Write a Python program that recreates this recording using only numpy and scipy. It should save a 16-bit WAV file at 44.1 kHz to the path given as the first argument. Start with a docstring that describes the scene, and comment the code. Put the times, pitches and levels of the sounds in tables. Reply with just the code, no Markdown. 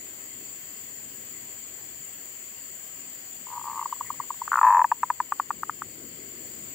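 """Zebra dove in a garden

A caged dove coos close by: a soft purring trill that breaks into single notes, then a loud trill that
ends in quick short notes. The voice is a source driving a resonator: every note is a burst of the syrinx
that rings the inflated crop. Feathers rustle as the bird bows. Behind it are a faint breeze, a far hollow
rush, leaf hiss and a steady shrill of distant insects, each a noise with its own spectrum."""
import sys
import numpy as np
from scipy import signal
from scipy.fft import rfft, irfft, next_fast_len
from scipy.io import wavfile
from scipy.ndimage import uniform_filter1d

SR = 44100
rng = np.random.default_rng(int(sys.argv[2]) if len(sys.argv) > 2 else 0)


def master_out(mix):
    """Clip the mix to full scale and print it as 16-bit PCM to the path in sys.argv[1]."""
    frames = np.transpose(np.atleast_2d(mix))
    ceiling = np.clip(frames, -1, 1)
    pcm = np.round(ceiling * 32767).astype(np.int16)
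    wavfile.write(sys.argv[1], SR, pcm)


N = 297302


def dove():
    """Radiation with the beak shut: the small crop radiates no bass and its skin muffles the treble."""
    return filtered(notes() + rolls(), lambda hz: band_pass(hz, low_hz=645, high_hz=2780, order=10))


# single notes: (time [s], level [dB], pitch [Hz], lag of the crop's ring [s])
SINGLE_NOTES = [(3.7926, -20.3, 1063, 0.00398), (3.813, -22.6, 1044, 0.00319),
                (3.8256, -22.1, 1055, 0.00316), (3.8567, -18.2, 1052, 0.00491),
                (3.9254, -18.3, 1047, 0.00494), (4.0086, -19.0, 1050, 0.00491),
                (4.1025, -18.7, 1074, 0.00391), (4.2, -18.6, 1056, 0.00606), (4.3041, -18.9, 1050, 0.00393),
                (4.4167, -19.5, 988, 0.00411), (4.478, -19.2, 1194, 0.00257), (4.5564, -8.0, 1195, 0.003),
                (4.6132, -6.4, 1063, 0.00235), (4.843, -9.9, 1005, 0.00328), (4.9157, -9.8, 999, 0.0033),
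                (5.0314, -10.7, 1171, 0.00184), (5.1012, -10.1, 1133, 0.00189),
                (5.2013, -11.2, 1131, 0.00191), (5.3216, -9.7, 1079, 0.00278),
                (5.3982, -9.1, 1061, 0.00293), (5.5053, -11.6, 1071, 0.00364),
                (5.6327, -15.0, 1176, 0.00245), (5.6954, -14.1, 1175, 0.00246),
                (5.8195, -18.7, 1213, 0.0024)]
def notes():
    """Transient excitation: isolated bursts, the gentle ones followed by a faint after-beat."""
    after_s, after_db = .0365, -24
    voice = np.zeros(N + SR)
    for start, db, pitch_hz, lag in SINGLE_NOTES:
        add_burst(voice, start, db, pitch_hz, lag)
        force, = curves(PRESSING_FORCE, start)
        if force < .5:
            add_burst(voice, start + after_s, db + after_db, pitch_hz, lag)
    return voice[:N]


# runs of bursts: (time [s], bursts [count], first gap [s], last gap [s], first level [dB],
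# last level [dB], pitch [Hz], lag of the crop's ring [s])
BURST_RUNS = [(3.467, 7, .0185, .0042, -35.5, -30.5, 1010, .0032),
              (3.5402, 6, .0105, .0054, -33, -27.5, 1020, .0032),
              (3.594, 2, .0188, .0188, -33, -25.5, 1040, .0032),
              (3.64, 5, .0148, .0062, -28.5, -24, 1040, .0032),
              (3.696, 3, .0082, .0096, -25.7, -26, 1045, .0032),
              (3.73, 6, .014, .0061, -29, -23.5, 1050, .0032),
              (4.5176, 3, .0133, .009, -13.2, -7.5, 1240, .0028),
              (4.5728, 3, .008, .0081, -9.5, -6.3, 1150, .003),
              (4.6309, 19, .0082, .0123, -6.5, -8.9, 1015, .0031)]
def rolls():
    """Pulse trains heard as trills: gap and level glide, and strong and slack bursts alternate."""
    jitter_s, shimmer_db = .0004, 1.1
    max_ease, max_slack_db = .65, -2  # share of force and level that a slack burst can lose
    voice = np.zeros(N + SR)
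    for onset, bursts, first_gap, last_gap, first_db, last_db, pitch_hz, lag in BURST_RUNS:
        count = round(bursts)
        gaps = np.linspace(first_gap, last_gap, count - 1)
        times = onset + np.r_[0, np.cumsum(gaps)] + jitter_s * rng.standard_normal(count)
        slack = np.arange(count) % 2 * rng.random(count)
        levels = np.linspace(first_db, last_db, count) + max_slack_db * slack
        levels += shimmer_db * rng.standard_normal(count)
        for start, db, ease in zip(times, levels, max_ease * slack):
            add_burst(voice, start, db, pitch_hz, lag, ease)
    return voice[:N]


# how hard the bird presses: (time [s], force [0-1])
PRESSING_FORCE = [(3.46, .7), (3.8, .18), (3.86, .02), (4.42, .02), (4.47, 1), (4.63, .92), (4.79, .92),
                  (4.84, 1)]
# the crop, full for the soft coo, empty as the loud one starts, swells and drains: (time [s], fill [0-1])
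CROP_FILL = [(3.46, .75), (3.86, 1), (4.42, 1), (4.47, 0), (4.56, .02), (4.61, .45), (4.64, .83),
             (4.85, .98), (5.2, .9), (5.31, .2), (5.5, .2), (5.62, 0)]
def add_burst(voice, start, db, pitch_hz, lag, ease=0):
    """Superposition: one burst joins the voice with the force and fill of its moment, slightly varied."""
    force, = curves(PRESSING_FORCE, start)
    fill, = curves(CROP_FILL, start)
    length, snap_db, *crop = throat(force * (1 - ease), fill)
    pitch_hz *= 1 + .006 * rng.standard_normal()
    snap_db += 1.2 * rng.standard_normal()
    sound = syrinx_burst(pitch_hz, length, snap_db, *crop, lag)
    voice[round(start * SR):][:len(sound)] += amp(db) * sound


# the throat's extremes: (burst length [s], snap [dB], crop ring [dB], crop frequency [Hz], crop T60 [s])
GENTLE_FULL = (.0067, -30.5, -6, 975, .019)
FORCED_FULL = (.0058, -9, 10, 980, .022)
FORCED_EMPTY = (.0029, -15, 5, 1250, .006)
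def throat(force, fill):
    """A variable resonator: filling lowers and lengthens the crop's ring; force adds snap and ring."""
    gentle, forced, empty = np.array([GENTLE_FULL, FORCED_FULL, FORCED_EMPTY])
    filled = gentle + np.clip(force, 0, 1) * (forced - gentle)
    return empty + np.clip(fill, 0, 1) * (filled - empty)


# upper resonances of the windpipe, struck by a sudden start: (frequency [Hz], level [dB], rise time [s])
WINDPIPE_MODES = [(1720, -2.3, .0016), (2540, -16, .0012)]
def syrinx_burst(pitch_hz, length, snap_db, ring_db, crop_hz, t60, lag):
    """Source and resonator: a tone burst of the syrinx excites the windpipe and the crop; peak 1."""
    t = np.arange(SR // 20) / SR
    # the membranes swing up fast and stop within a few cycles
    swing = np.abs(np.sin(np.pi * np.minimum(t / length, 1) ** 0.88)) ** 1.31
    phase = 2 * np.pi * pitch_hz * t
    octave = amp(-30.5) * swing * np.sin(2 * phase)  # only while the swing is wide
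    burst = swing * (np.sin(phase) + octave)
    snap = np.zeros(len(t))
    for k, (hz, db, rise) in enumerate(WINDPIPE_MODES):
        envelope = (t / rise * np.exp(1 - t / rise)) ** 2
        # neighbouring modes of a pipe start in opposite directions
        snap += (-1) ** k * amp(snap_db + db) * envelope * np.sin(2 * np.pi * hz * t)
    # the crop joins late and beats against the burst, which hollows the tone
    ring_t = np.maximum(t - lag, 0)
    attack = (1 - np.exp(-ring_t / .00095)) ** 2
    ring = attack * amp(ring_db - 60 * ring_t / t60) * np.sin(2 * np.pi * crop_hz * ring_t)
    sound = burst + snap + ring
    return sound / np.abs(sound).max()


# faint rustles as the bird bows: (time [s], duration [s], level [dB], centre frequency [Hz])
FEATHER_RUSTLES = [(3.68, .06, -59, 2050), (3.77, .06, -56, 2080), (3.91, .035, -53, 3100),
                   (4.047, 0.055, -49, 1970), (4.05, .03, -54, 9950), (4.175, 0.066, -52.5, 2000)]
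def feathers():
    """Narrow-band noise under a half-sine envelope: the soft rustle of the bowing bird."""
    half_width_hz = 190
    sound = np.zeros(N)
    t = np.arange(SR // 10) / SR
    hz = np.fft.rfftfreq(len(t), 1 / SR)
    for start, length, db, centre_hz in FEATHER_RUSTLES:
        spectrum = rfft(rng.standard_normal(len(t))) / (1 + ((hz - centre_hz) / half_width_hz) ** 2)
        envelope = np.sin(np.pi * np.minimum(t / length, 1))
        sound[round(start * SR):][:len(t)] += amp(db) * envelope * unit(irfft(spectrum, len(t)))
    return sound


def cage(x, delay_s=.0033):
    """Comb filtering: the cage adds one quick reflection to the direct sound."""
    return x + amp(-20) * np.pad(x, (round(delay_s * SR), 0))[:N]


# reverberation time of the yard: (frequency [Hz], T60 [s])
YARD_DECAY = [(300, 0.34), (1000, .25), (4000, 0.082)]
def yard(x):
    """Reverberation: scatter from plants and walls leaves a short, exponentially decaying tail."""
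    hz, t, noise = signal.stft(rng.standard_normal((2, SR // 2)), SR, nperseg=256)
    decay = amp(-60 * t / along(YARD_DECAY, hz)[:, None])
    _, tail = signal.istft(noise * decay, SR, nperseg=256)
    return signal.fftconvolve(x[None], tail / np.linalg.norm(tail[0]), axes=1)[:, :N]


# the insects' bands and their octaves: (centre frequency [Hz], width [Hz], relative level [dB])
INSECT_BANDS = [(7128, 598, -0.5), (7185, 140, 1.5), (7670, 162, 1), (7510, 900, -11), (8330, 110, -13),
                (14380, 780, -8), (14450, 160, -11), (15200, 200, -5.5), (15530, 400, -7)]
def insects(level_db):
    """Incoherent sources add in power: many distant insects merge into steady bands of noise."""
    def spectrum(hz):
        powers = (amp(db) ** 2 / (1 + 2 * ((hz - centre) / width) ** 2) ** 3
                  for centre, width, db in INSECT_BANDS)
        return np.sqrt(sum(powers))
    return amp(level_db + .3 * wobble(45)) * diffuse_noise(spectrum, patchy_db=.35)


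# hiss of the leaves: (frequency [Hz], relative spectral density [dB])
LEAF_SPECTRUM = [(300, -7), (650, 1.5), (900, 0.5), (1400, 0.5), (2050, 6.5), (2500, -1.5), (3200, 2.5),
                 (3900, -6.5), (4550, 3.5), (5600, -7.5), (6300, -30.5), (8700, -2.5), (10200, -11),
                 (16000, -10)]
def leaves(level_db):
    """Broadband noise with several spectral peaks: the hiss of leaves."""
    hiss = diffuse_noise(lambda hz: amp(along(LEAF_SPECTRUM, hz)), patchy_db=1.5)
    return amp(level_db + 6.5) * hiss


# strength of the breeze: (time [s], relative level [dB])
BREEZE_LEVEL = [(0, -59), (1.5, -57.5), (2.4, -60), (3.4, -60.5), (3.95, -59.5), (4.12, -55), (4.4, -60),
                (5.3, -59), (6.1, -52.5), (6.74, -54.5)]
# its rumble: (frequency [Hz], relative spectral density [dB])
BREEZE_SPECTRUM = [(15, -55), (25, -33), (45, -16), (112, -2), (188, -5), (254, 0), (299, -4), (403, -3.5),
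                   (450, -5.5), (650, -14), (840, -38), (1430, -120)]
def breeze(t):
    """Random amplitude modulation of low-frequency noise: a faint, wavering breeze."""
    level_db, = curves(BREEZE_LEVEL, t)
    gain = amp(level_db + 0.5 + 0.47 * wobble(8))
    return gain * diffuse_noise(lambda hz: amp(along(BREEZE_SPECTRUM, hz)), patchy_db=1.55)


# a far rush that comes and goes: (time [s], level [dB])
RUSH_LEVEL = [(0, -62), (.35, -63), (.8, -72), (5.3, -75), (5.7, -62), (6.12, -53), (6.3, -56), (6.5, -55),
              (6.74, -58)]
# its hollow tone: (frequency [Hz], relative spectral density [dB])
RUSH_SPECTRUM = [(120, -27), (220, -6.5), (310, 0.5), (385, 1.5), (460, -11), (600, -28), (1200, -65.5)]
def far_rush(t):
    """Band-limited noise under a slow envelope: a hollow rush that fades early and swells late."""
    level_db, = curves(RUSH_LEVEL, t)
    return amp(level_db) * diffuse_noise(lambda hz: amp(along(RUSH_SPECTRUM, hz)), patchy_db=1.8)


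# the background dips under the loud coo and recovers: (time [s], relative leaf level [dB], insect level [dB])
GARDEN_LEVELS = [(0, -59.7, -43), (1.2, -59.7, -43.1), (2.4, -60, -43.1), (3.4, -60, -43.2),
                 (4.1, -59.3, -42.6), (4.5, -59.5, -42.6), (4.85, -62, -45.5), (5.6, -62.3, -46.2),
                 (6.1, -60.5, -45.2), (6.45, -59.5, -43), (6.74, -59, -42.5)]
def garden():
    """Ambient noise: the superposition of four independent sources."""
    t = np.arange(N) / SR
    leaves_db, insects_db = curves(GARDEN_LEVELS, t)
    return breeze(t) + far_rush(t) + leaves(leaves_db) + insects(insects_db)


# likeness of left and right: (frequency [Hz], correlation [-1 to 1])
EAR_CORRELATION = [(60, 0.99), (250, 0.81), (450, 0.76), (740, 0.16), (1220, -0.16), (3300, 0),
                   (7000, -0.0032), (15000, 0.11)]
# level difference between the ears: (frequency [Hz], left minus right [dB])
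EAR_DIFFERENCE = [(60, 6.5), (300, 6), (740, 6.5), (1800, 1.5), (2600, 12), (3900, 1), (4550, 7.5),
                  (6000, -3.5), (7400, 7.5), (9500, 10), (11000, 13), (15000, 9)]
def diffuse_noise(spectrum, patchy_db):
    """Partial coherence: stereo noise with patches of random gain, leaning left; its mid has rms 1."""
    frame = 2048
    hz = np.fft.rfftfreq(frame, 1 / SR)[:, None]
    shape = (len(hz), 2 * N // frame + 2)
    patches = uniform_filter1d(rng.standard_normal(shape), size=12, axis=0)  # smooth in frequency
    patches = uniform_filter1d(patches, size=3, axis=1)  # and in time
    white = rng.standard_normal((2, *shape)) + 1j * rng.standard_normal((2, *shape))
    noise = white * spectrum(hz) * amp(patchy_db * unit(patches))
    angle = np.arccos(np.clip(along(EAR_CORRELATION, hz), -1, 1)) / 2
    mid, side = noise[0] * np.cos(angle), noise[1] * np.sin(angle)
    lean = amp(along(EAR_DIFFERENCE, hz) / 2)
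    left_right = np.array([(mid + side) * lean, (mid - side) / lean])
    ears = signal.istft(left_right, window="cosine", nperseg=frame)[1][:, :N]
    return ears / np.sqrt(np.mean(ears.mean(axis=0) ** 2))


def amp(db):
    """Decibels to amplitude ratio."""
    return 10 ** (np.asarray(db) / 20)


def unit(x):
    """Normalisation to rms 1."""
    return x / np.sqrt(np.mean(x ** 2) + 1e-20)


def along(points, hz):
    """Interpolation of (frequency [Hz], value) points on a logarithmic frequency axis."""
    frequencies, values = np.transpose(points)
    return np.interp(np.log(hz + 1), np.log(np.abs(frequencies) + 1), values)


def curves(rows, times):
    """Linear interpolation in time of each column after the first."""
    knot_times, *columns = np.transpose(rows)
    return [np.interp(times, knot_times, column) for column in columns]


def wobble(rate):
    """Random modulation: a curve of straight pieces, rate knots a second."""
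    knots = rng.standard_normal(int(N * rate / SR) + 2)
    return np.interp(np.arange(N) * rate / SR, np.arange(len(knots)), knots)


def band_pass(hz, low_hz, high_hz, order):
    """Magnitude response of a band-pass with steep, smooth edges."""
    return 1 / (1 + (low_hz / (hz + 1)) ** order) / (1 + (hz / high_hz) ** (2 * order))


def filtered(x, response):
    """Zero-phase filtering: the spectrum of x times a frequency response."""
    size = next_fast_len(N + SR // 2)
    return irfft(rfft(x, size) * response(np.fft.rfftfreq(size, 1 / SR)), size)[..., :N]


def scene():
    """Direct and diffuse sound: a level difference sets the near bird a little left in the garden."""
    bird = cage(dove() + feathers())
    direct = bird * amp([[1.4], [-1.6]])
    return direct + amp(-35) * yard(bird) + garden()


def record(dry, top_hz=15620):
    """An ideal low-pass: nothing above the band limit remains."""
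    return filtered(dry, lambda hz: hz < top_hz)


dry = scene()
out = record(dry)
master_out(out)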